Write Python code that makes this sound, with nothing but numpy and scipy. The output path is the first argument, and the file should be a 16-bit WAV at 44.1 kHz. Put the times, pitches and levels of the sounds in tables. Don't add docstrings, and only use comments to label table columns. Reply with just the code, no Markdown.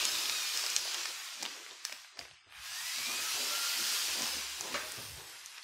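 import sys
import numpy as np
from scipy import signal
from scipy.fft import rfft, irfft, next_fast_len
from scipy.io import wavfile
from scipy.ndimage import uniform_filter1d, map_coordinates

SR = 44100
rng = np.random.default_rng(int(sys.argv[2]) if len(sys.argv) > 2 else 0)


def magnitude_from_level(level_db):
    exponent = np.asarray(level_db, float) / 20
    return 10 ** exponent


def dump(signal):
    limited = np.clip(np.atleast_2d(signal).T, -1, 1)
    pcm = np.round(limited * 32767).astype(np.int16)
    wavfile.write(sys.argv[1], SR, pcm)


N = 248283


def unit(x):
    return x / np.sqrt(np.mean(x ** 2) + 1e-20)


def along(points, hz):
    f, v = np.transpose(points)
    return np.interp(np.log(hz + 1), np.log(f + 1), v)


def curves(rows):
    s, *cols = np.transpose(rows)
    return [np.interp(np.arange(N) / SR, s, c) for c in cols]


def wobble(rate):
    coarse = np.arange(0, N + 16, 16)
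    points = rng.standard_normal(int(N * rate / SR) + 4)
    return np.interp(np.arange(N), coarse, map_coordinates(points, [coarse * rate / SR]))


def filtered(x, response):
    m = next_fast_len(len(x) + 8192)
    return irfft(rfft(x, m) * response(np.fft.rfftfreq(m, 1 / SR)), m)[:len(x)]


def swells(rows, rise_s):
    t = np.arange(0, N + 64, 64) / SR
    s, db, t60 = np.transpose(rows)[:, :, None]
    gain = magnitude_from_level(db - 60 * np.maximum((s - t) / rise_s, (t - s) / t60))
    return np.interp(np.arange(N) / SR, t, np.sqrt((gain ** 2).sum(0)))


def rubbing(spectrum, patchy_db, grit_db):
    z = signal.stft(rng.standard_normal(N + 512), nperseg=512)[2]
    patches = uniform_filter1d(rng.standard_normal(z.shape), size=3, axis=0)
    patches = uniform_filter1d(patches, size=12, axis=1)
    noise = signal.istft(z * magnitude_from_level(patchy_db * unit(patches)), nperseg=512)[1][:N]
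    slipping = rng.random(N) < 600 / SR
    slips = rng.uniform(-0.8, 1, N) * slipping * magnitude_from_level(0.63 * wobble(24))
    return unit(filtered(noise + magnitude_from_level(grit_db) * unit(slips), lambda hz: magnitude_from_level(along(spectrum, hz))))


def slide():
    # (time [s], pressure [dB], brightness [dB])
    pull = [(0, -34.5, -4.5), (.13, -36, -2.5), (.65, -37.5, -2.5), (1.04, -41.5, -2), (1.2, -47, 3.5),
            (1.45, -46.5, -1.5), (1.83, -55.5, 4), (2.4, -80, 7), (2.53, -63.5, 16), (2.66, -46.5, 2.5),
            (2.9, -40, 1), (3.34, -37, -1), (3.95, -35, -1.5), (4.25, -39, 0.5), (4.5, -44, 0.5),
            (5.02, -47.5, 7.5), (5.2, -52, 8.5), (5.63, -55.5, 8.5)]
    # (time [s], pressure [dB], t60 [s])
    shakes = [
        (1.86, -48.5, 1.26),
        (2.195, -53.5, 0.92),
        (4.23, -41.5, 1.8),
        (5.38, -68, 0.34),
    ]
    # (time [s], body level [dB], t60 [s])
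    brushes = [(.0, -42, 0.82), (.92, -47, 2.5), (2.55, -52.5, 2), (3.33, -61, 1.5), (4.19, -47, 1.9),
               (4.69, -47, 0.25), (4.77, -44, 0.27), (5.12, -59, .8), (5.35, -54.5, 0.65),
               (5.58, -51, 0.16)]
    # (frequency [Hz], level [dB per Hz])
    hiss_colour = [(1470, -39), (2500, -4), (2680, -5.5), (3570, -4.5), (4030, -3), (4890, -0.5),
                   (8000, -8), (10400, -26), (17600, -120)]
    body_colour = [(350, -64), (600, -15), (657, -12.5), (1120, -3.5), (1360, -3), (1670, -1.5), (2690, -3),
                   (3200, -4), (4160, -8), (7040, -120)]
    fizz_colour = [(4120, -43), (7000, -33.5), (8390, -6.5), (10400, -8), (13600, -11), (15600, -15)]

    pull_db, bright_db = curves(pull)
    hiss_db = 20 * np.log10(np.hypot(magnitude_from_level(pull_db), swells(shakes, rise_s=0.086)))
    body_db = -46.5 + 0.71 * (hiss_db + 40)
    fizz_db = -48.5 + 1.425 * (hiss_db + 40) + bright_db
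    flutter = 0.1 * wobble(9.0) + 0.23 * wobble(30)
    hiss = magnitude_from_level(hiss_db + flutter) * rubbing(hiss_colour, patchy_db=1.5, grit_db=-8.0)
    belly = np.hypot(magnitude_from_level(body_db), swells(brushes, rise_s=0.22))
    body = belly * magnitude_from_level(flutter + 0.23 * wobble(26)) * rubbing(body_colour, patchy_db=1.0, grit_db=-5.0)
    fizz = magnitude_from_level(fizz_db + flutter + 0.42 * wobble(12)) * rubbing(fizz_colour, patchy_db=-1.4, grit_db=-10)
    return hiss + body + fizz


def grip():
    # (time [s], rumble level [dB], t60 [s])
    holds = [(0, -69, 3), (.34, -79, 0.54), (.58, -89, 1), (.9, -89, 2), (1.02, -75, 0.27),
             (1.13, -68, 0.32), (1.44, -76, 0.54), (1.79, -83, 1.5), (2.19, -66, 0.75), (2.51, -60.5, 0.47),
             (2.71, -66, 0.75), (3.01, -63.5, 1.5), (3.13, -74, 1), (3.21, -67, 0.18), (3.6, -98, 2.6),
             (3.81, -71, 0.74), (4.06, -74, .7), (4.19, -68, 1.9), (4.34, -63.5, 1.1), (4.5, -79, 1),
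             (4.61, -67, .45), (4.77, -55.5, 1.3), (4.99, -55, 0.91), (5.09, -55, .5), (5.25, -80, 1.3)]
    # (frequency [Hz], level [dB per Hz])
    rumble_colour = [(13, -48), (22, -27), (32, -32), (50, 0), (70, 8.5), (140, 4.5), (180, -1.5),
                     (310, -120)]

    rumble = unit(magnitude_from_level(wobble(9.4)) * rubbing(rumble_colour, patchy_db=6.0, grit_db=-12))
    return (swells(holds, rise_s=0.097) + magnitude_from_level(-100)) * rumble


def ridges():
    # (time [s], ridges per second [Hz],
    # first tone [dB], second tone [dB], third tone [dB], fine weave [dB])
    strokes = [
        [(0, 1272, -64, -62, -62, -61), (.2, 1272, -64, -64, -60, -60), (.3, 1268, -64, -62, -50, -60),
         (.36, 1245, -63, -52, -47, -64), (.48, 1205, -63, -51, -55, -68), (.55, 1200, -68, -61, -56, -65),
         (.62, 1225, -72, -56, -64, -62), (.69, 1222, -74, -65, -69, -60), (.88, 1070, -86, -72, -79, -62),
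         (1.1, 958, -97, -78, -90, -66), (1.35, 842, -99, -85, -99, -72)],
        [(2.65, 795, -80, -66, -99, -95), (2.78, 915, -69, -55, -95, -85), (2.9, 1010, -65, -56, -86, -74),
         (3.01, 1150, -61, -53, -79, -66), (3.14, 1238, -58, -51, -72, -61), (3.26, 1292, -54, -57, -66, -59),
         (3.38, 1340, -56, -50, -58, -58), (3.46, 1355, -57, -60, -58, -58), (3.55, 1378, -50, -62, -58, -59),
         (3.66, 1392, -52, -62, -58, -58), (3.72, 1400, -61, -60, -59, -58), (3.92, 1422, -60, -66, -61, -57),
         (4.08, 1340, -62, -70, -72, -61), (4.3, 1160, -76, -71, -91, -66), (4.74, 912, -92, -80, -92, -68)],
        [(4.73, 1070, -99, -91, -99, -62), (5.1, 870, -99, -90, -99, -65), (5.4, 725, -99, -90, -99, -69),
         (5.55, 650, -99, -90, -99, -88)],
    ]
    upper_weave_db = [-30, -30, -2]

    out, t = np.zeros(N), np.arange(N) / SR
    for stroke, over_db in zip(strokes, upper_weave_db):
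        rate_hz, first_db, second_db, third_db, weave_db = curves(stroke)
        tones = [(1, first_db), (2, second_db), (3, third_db), (10, weave_db), (15, weave_db + over_db)]
        start_s, end_s = stroke[0][0], stroke[-1][0]
        during = np.interp(t, [end_s, end_s + .05], [1, 0]) * (t >= start_s)
        phase = 2 * np.pi * np.cumsum(rate_hz * (1 + .0035 * wobble(35))) / SR
        fuzz = 2 * np.pi * 70 * np.cumsum(wobble(250)) / SR
        for k, db in tones:
            level = np.sqrt(2) * magnitude_from_level(db + 2.3 + 1.1 * wobble(22))
            out += during * level * np.sin(k * phase + .7 * wobble(60) + (k > 3) * fuzz)
    return out


def folds():
    # (time [s], rustle level [dB], t60 [s], weight [dB])
    shifts = [(.03, -45.5, 1.9, -9.5), (.33, -54.5, 0.75, -5), (.55, -54.5, 1.8, -34),
              (.66, -54.5, 2.1, -17), (.82, -53, 0.76, -29), (.97, -49, 0.54, -18), (1.109, -51, 0.12, -19),
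              (1.44, -48.5, 0.45, -1.5), (1.57, -53.5, 0.65, -18), (1.73, -54.5, 0.17, -19),
              (1.85, -66, 0.36, -17), (1.93, -64, 0.26, 0), (2.19, -56.5, 0.41, -18),
              (2.52, -76.5, 1.2, -9), (2.77, -73, 1.7, -4), (3.0, -52.5, 0.15, -2), (3.09, -47.5, 1.35, -5),
              (3.38, -44, 1.7, -19), (3.79, -54.5, 2, 1), (3.94, -54, 1.2, -15), (4.1, -46, 1.35, -21),
              (4.2, -43.5, 0.65, -2), (4.37, -49.5, 0.47, 1), (4.65, -44, 1.5, -11), (4.7, -59, 0.52, -12),
              (4.75, -49, 0.37, 2.5), (4.94, -57, 0.65, -21), (4.99, -53.5, 0.89, 0),
              (5.199, -51, 0.62, -28), (5.3, -60, 0.34, -17), (5.53, -75, 0.84, -22)]
    # (frequency [Hz], level [dB per Hz])
    dull_colour = [(180, -39), (300, -7), (328, 0), (371, -0.5), (800, -4), (1040, -1), (1760, -120)]
    deep_colour = [(76, -46), (130, -5), (183, 2.5), (254, 8.5), (300, 4.5), (390, -19), (660, -120)]

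    rise_s = 0.23
    dull_gain = swells([row[:3] for row in shifts], rise_s) + magnitude_from_level(-85.5)
    heavy = [(s, db + weight_db, 0.72 * t60) for s, db, t60, weight_db in shifts]
    deep_gain = swells(heavy, rise_s) + magnitude_from_level(-103)
    dull = unit(magnitude_from_level(0.53 * wobble(13)) * rubbing(dull_colour, patchy_db=1.0, grit_db=-10.0))
    deep = unit(magnitude_from_level(0.72 * wobble(6.3)) * rubbing(deep_colour, patchy_db=2.0, grit_db=-4))
    return dull_gain * magnitude_from_level(-5.0) * dull + deep_gain * magnitude_from_level(-7.5) * deep


def snaps():
    # (time [s], peak level [dB], ring [Hz], low part [dB])
    soft_creases = [(0.0521, -19, 7050, -33), (0.0531, -20.5, 3660, -27), (0.1538, -23, 3800, -20),
                    (0.2566, -23, 3200, -25), (0.2952, -25, 4300, -9), (0.2965, -19, 4200, -24),
                    (0.2968, -24, 2350, -17), (0.5738, -18.5, 5300, -46), (0.5752, -30, 4330, -42),
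                    (0.639, -23, 4770, -6), (0.6642, -21, 5000, -13), (0.7637, -13.5, 5730, -34),
                    (0.7638, -31, 8800, -40), (0.7645, -18, 4330, -30), (0.7644, -21, 3130, -32),
                    (0.7722, -36, 6100, -30), (0.8534, -32, 4330, -1), (0.7012, -22.5, 5700, -27),
                    (0.9442, -27.5, 6500, -22), (0.945, -25, 3080, -4.5), (0.9485, -27, 4040, -13),
                    (0.876, -29, 3820, -4), (1.057, -29.5, 5950, -7), (1.0556, -27.5, 2530, -3.5),
                    (1.288, -33.5, 3200, -14), (1.4147, -30, 4300, -10), (1.4529, -24, 3000, -15),
                    (1.4615, -23.5, 3640, -11), (1.664, -35, 2110, -23), (1.7106, -36, 3660, -1),
                    (2.0466, -43.5, 2450, 0), (2.17, -51, 5020, 4.5), (2.1723, -45, 4900, 8),
                    (2.1919, -28, 4850, -8.5), (2.1908, -33, 2480, -8), (2.2125, -35.5, 2200, -23),
                    (2.2523, -43, 2770, 4), (2.3118, -43, 2725, -6.5), (2.445, -50, 2820, -16),
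                    (2.4907, -55, 2280, -14), (2.508, -50, 3480, -2), (2.524, -41, 2600, -2),
                    (2.9841, -26.5, 4260, -6), (4.2206, -22, 5700, -23), (5.5799, -41, 1920, -25),
                    (5.58, -39.5, 3540, -18), (5.582, -38, 5200, -16), (5.6285, -39, 4300, -15)]
    # (time [s], peak level [dB], ring [Hz], low part [dB])
    stiff_creases = [(1.4263, -26, 4700, -2.5), (1.4304, -21.5, 5300, -13), (1.8513, -18.5, 5150, -13),
                     (1.8522, -34, 6500, -2.5), (1.8963, -35, 4600, -3), (1.9235, -30, 2380, -14),
                     (1.9257, -28.5, 5100, -11), (1.9268, -34, 2590, -10.5), (4.6094, -24, 6200, -7.5),
                     (4.9203, -28, 6900, -24), (5.2979, -39, 7300, -4), (5.4602, -30.5, 5800, -29),
                     (5.4605, -40, 8400, -23)]

    out, t = np.zeros(N + SR), np.arange(SR // 20) / SR
    click = 9 * (np.arange(len(t)) == 4)
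    creases = [(*row, 0.004, -20) for row in soft_creases]
    creases += [(*row, 0.0026, -11.5) for row in stiff_creases]
    for s, db, hz, low_db, t60, high_db in creases:
        noise = rng.standard_normal((3, len(t)))
        edge = magnitude_from_level(-60 * t / t60) * (1 - np.exp(-t / .00008))
        fade = edge + magnitude_from_level(-5) * np.interp(t - 0.00116, t, edge, left=0)
        near_ring = lambda f: np.exp(-(np.log((f + 1) / hz) / 0.38) ** 2)
        crack = unit(filtered(noise[0] + click, near_ring))
        ring = np.sin(2 * np.pi * hz * t * (1.04 - 30 * t)) + .33 * crack
        ring = ring / np.abs(ring * fade).max()
        tap = unit(filtered(noise[1], lambda f: (f > 500) * (f < 2500))) * fade ** 0.17
        bright = lambda f: (f > 6500) * (1 - 0.35 * np.exp(-((f - 10800) / 1200) ** 2))
        tick = unit(filtered(noise[2] + click, bright)) * edge ** 0.47
        snap = ring * fade + 0.32 * magnitude_from_level(low_db) * tap + 0.35 * magnitude_from_level(high_db) * tick
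        out[round(s * SR):][:len(t)] += magnitude_from_level(db + 2) * snap
    return filtered(out[:N], lambda f: 1 / (1 + (300 / (f + 1)) ** 4))


def whistles():
    # (start [s], end [s], pitch [Hz], level [dB])
    tones = [
        (2.62, 3.35, 11600, -64),
        (.3, .5, 11000, -62),
        (4.36, 4.62, 68, -67),
        (4.28, 4.4, 70, -64),
    ]

    out, t = np.zeros(N), np.arange(N) / SR
    scatter = np.cumsum(wobble(200)) / SR
    for start_s, end_s, hz, db in tones:
        swell = np.sin(np.pi * np.clip((t - start_s) / (end_s - start_s), 0, 1)) ** .5
        out += magnitude_from_level(db + 4) * swell * np.sin(2 * np.pi * hz * (t + .007 * scatter))
    return out


def bumps():
    # (time [s], peak level [dB], ring [Hz], t60 [s], puff level [dB])
    contacts = [(0.979, -58, 703, 0.25, 1), (1.109, -78, 570, 0.17, 3), (1.422, -50.5, 395, 0.25, 5),
                (2.184, -46, 692, 0.13, 15.5), (2.463, -55, 94, 0.12, 11.5), (3, -55, 141, 0.13, -6),
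                (3.071, -44.5, 242, 0.27, 2), (3.384, -45, 570, 0.24, -30), (3.499, -45, 590, 0.4, -11),
                (3.788, -49, 346, 0.25, -8), (3.79, -49, 227, 0.18, -13), (3.389, -51, 253, 0.37, -5),
                (3.935, -42.5, 405, 0.11, -12), (4.182, -46, 512, 0.23, 6), (4.83, -41.5, 623, 0.24, -16),
                (4.975, -47, 120, 0.24, 15), (5.018, -48, 100, 0.3, -16), (5.089, -57, 115, 0.12, 10),
                (5.18, -57, 557, 0.23, -17)]

    out, t = np.zeros(N + SR), np.arange(SR // 2) / SR
    for s, db, hz, t60, puff_db in contacts:
        fade = magnitude_from_level(-60 * t / t60) * (1 - np.exp(-t / 0.0089))
        puff = unit(filtered(rng.standard_normal(len(t)), lambda f: f / (1 + (f / 700) ** 4)))
        ring = np.sin(2 * np.pi * hz * t)
        out[round(s * SR):][:len(t)] += magnitude_from_level(db) * fade * (ring + 0.14 * magnitude_from_level(puff_db) * puff)
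    return out[:N]


def knock():
    # (time [s], peak level [dB])
    landings = [
        (4.742, -18.5),
        (4.753, -24.5),
    ]
    # (pitch [Hz], level [dB], t60 [s])
    modes = [(570, 1, 0.1), (626, -7, 0.3), (1100, -4, 0.2), (1220, -1, 0.21), (1310, -2, 0.3),
             (1850, -11, 0.3), (2270, 2, 0.3), (2860, -10, 0.3), (3520, -11, 0.2), (4020, 0, 0.066)]
    # (frequency [Hz], level [dB per Hz])
    burst_colour = [(88, -27), (150, -11), (638, -5), (799, -10), (1290, 3.5), (2420, -4), (2710, -10),
                    (7000, -10), (9100, -44), (15400, -120)]

    out, t = np.zeros(N + SR), np.arange(SR // 2) / SR
    for s, db in landings:
        ring = np.zeros(len(t))
        for hz, level, t60 in modes:
            fade = magnitude_from_level(level - 60 * t / min(t60, .06))
            ring += fade * np.sin(2 * np.pi * hz * t + rng.uniform(0, 5.7))
        burst = unit(filtered(rng.standard_normal(len(t)), lambda f: magnitude_from_level(along(burst_colour, f))))
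        burst *= magnitude_from_level(-60 * t / 0.076) + magnitude_from_level(-7 - 60 * t / 0.5)
        ring *= 1 - np.exp(-t / 0.0018)
        out[round(s * SR):][:len(t)] += magnitude_from_level(db - 15.5) * ring + magnitude_from_level(db - 17.0) * burst
    return out[:N]


def room(x):
    # (frequency [Hz], t60 [s])
    ring_times = [
        (200, 0.13),
        (2000, 0.43),
        (10000, 0.032),
    ]

    hz, t, z = signal.stft(rng.standard_normal(SR // 2), SR, nperseg=256)
    tail = signal.istft(z * magnitude_from_level(-60 * t / along(ring_times, hz)[:, None]), SR, nperseg=256)[1]
    return signal.fftconvolve(np.pad(x, (200, 0)), tail / np.linalg.norm(tail))[:N]


def scene():
    near, far, whine = snaps(), knock(), ridges() + whistles()
    mono = slide() + grip() + folds() + near + whine + bumps() + far
    mono += room(magnitude_from_level(-13.5) * near + magnitude_from_level(-10) * far)
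    mono += magnitude_from_level(-9) * room(whine)
    return np.array([mono, mono])


def gated(x):
    # (frequency [Hz], level [dB])
    closing = [(100, -114), (500, -100), (2000, -95), (6000, -95), (11000, -100), (13000, -99),
               (15500, -97)]
    # (centre [Hz], width [Hz], shift [dB])
    bias = [(520, 150, 5), (15200, 900, 2), (2000, 200, 5), (2450, 200, 7), (2850, 200, -8), (4000, 200, 5),
            (4600, 150, 5), (5100, 200, -3), (5650, 250, 11), (6250, 200, -5), (7000, 350, 7),
            (12500, 2000, 3)]
    # (frequency [Hz], gain [dB])
    shut = [(100, -10), (450, -14), (700, -22), (6000, -24), (7500, -18), (9500, -15), (11000, -42),
            (16000, -46)]
    # (frequency [Hz], size [dB])
    ragged = [
        (100, 5),
        (8000, 4.5),
        (12000, 3.2),
    ]
    # (time [s], shift [dB])
    top_drift = [(0, -1), (1.6, -1), (1.75, 1), (1.9, -3), (2.15, -4), (2.3, 1), (4.9, 0), (5.3, 6),
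                 (5.63, 11)]

    hz, t, z = signal.stft(x, SR, nperseg=2048)
    band = np.arange(len(hz)) // 8
    power = np.add.reduceat(np.abs(z) ** 2, np.arange(0, len(hz), 8)) / 8
    drift = unit(uniform_filter1d(rng.standard_normal(power.shape), size=6, axis=1))
    ragged_db = along(ragged, hz[::8])[:, None] * drift
    bias_db = sum(db * np.exp(-((hz - at_hz) / wide_hz) ** 2) for at_hz, wide_hz, db in bias)
    threshold_db = along(closing, hz) + bias_db
    margin_db = (10 * np.log10(power + 1e-20) + ragged_db)[band] - threshold_db[:, None]
    top_share = 1 / (1 + (13500 / (hz + 1)) ** 16)
    margin_db -= np.outer(top_share, np.interp(t, *np.transpose(top_drift)))
    closed = 1 / (1 + np.exp(np.clip(margin_db / .8, -30, 30)))
    gain = magnitude_from_level(along(shut, hz)[:, None] * closed) * (hz < 15750)[:, None]
    streaks = uniform_filter1d(rng.standard_normal(z.shape), size=3, axis=0)
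    streaks = uniform_filter1d(streaks, size=4, axis=1)
    return signal.istft(z * gain * magnitude_from_level(1.76 * unit(streaks)), SR, nperseg=2048)[1][:N]


def side_noise(x):
    # (centre time [s], low edge [Hz], high edge [Hz])
    side_bursts = [(.081, 4800, 5800), (.081, 8300, 9600), (.174, 6900, 8300), (.476, 4150, 5800),
                   (.476, 12400, 13800), (1.033, 6200, 7600), (1.033, 12400, 15200), (1.196, 4150, 5200),
                   (1.637, 9700, 11000), (4.33, 4800, 5800), (4.33, 12400, 13800), (4.33, 14500, 15750),
                   (4.446, 6200, 7600)]

    side, window = np.zeros(N), np.sqrt(np.hanning(2048))
    for s, low_hz, high_hz in side_bursts:
        start = round(s * SR) - 1024
        band = filtered(x[start + 1024:start + 5120], lambda hz: (hz > low_hz) * (hz < high_hz))
        side[start:start + 2048] += magnitude_from_level(-1.5) * window * band[1024:3072]
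    return side


def band_limit(x):
    return signal.sosfilt(signal.butter(12, 16660, fs=SR, output="sos"), x)


def record(dry):
    mono = gated(dry[0])
    side = side_noise(mono)
    return band_limit(np.array([mono + side, mono - side]))


dry = scene()
out = record(dry)
dump(out)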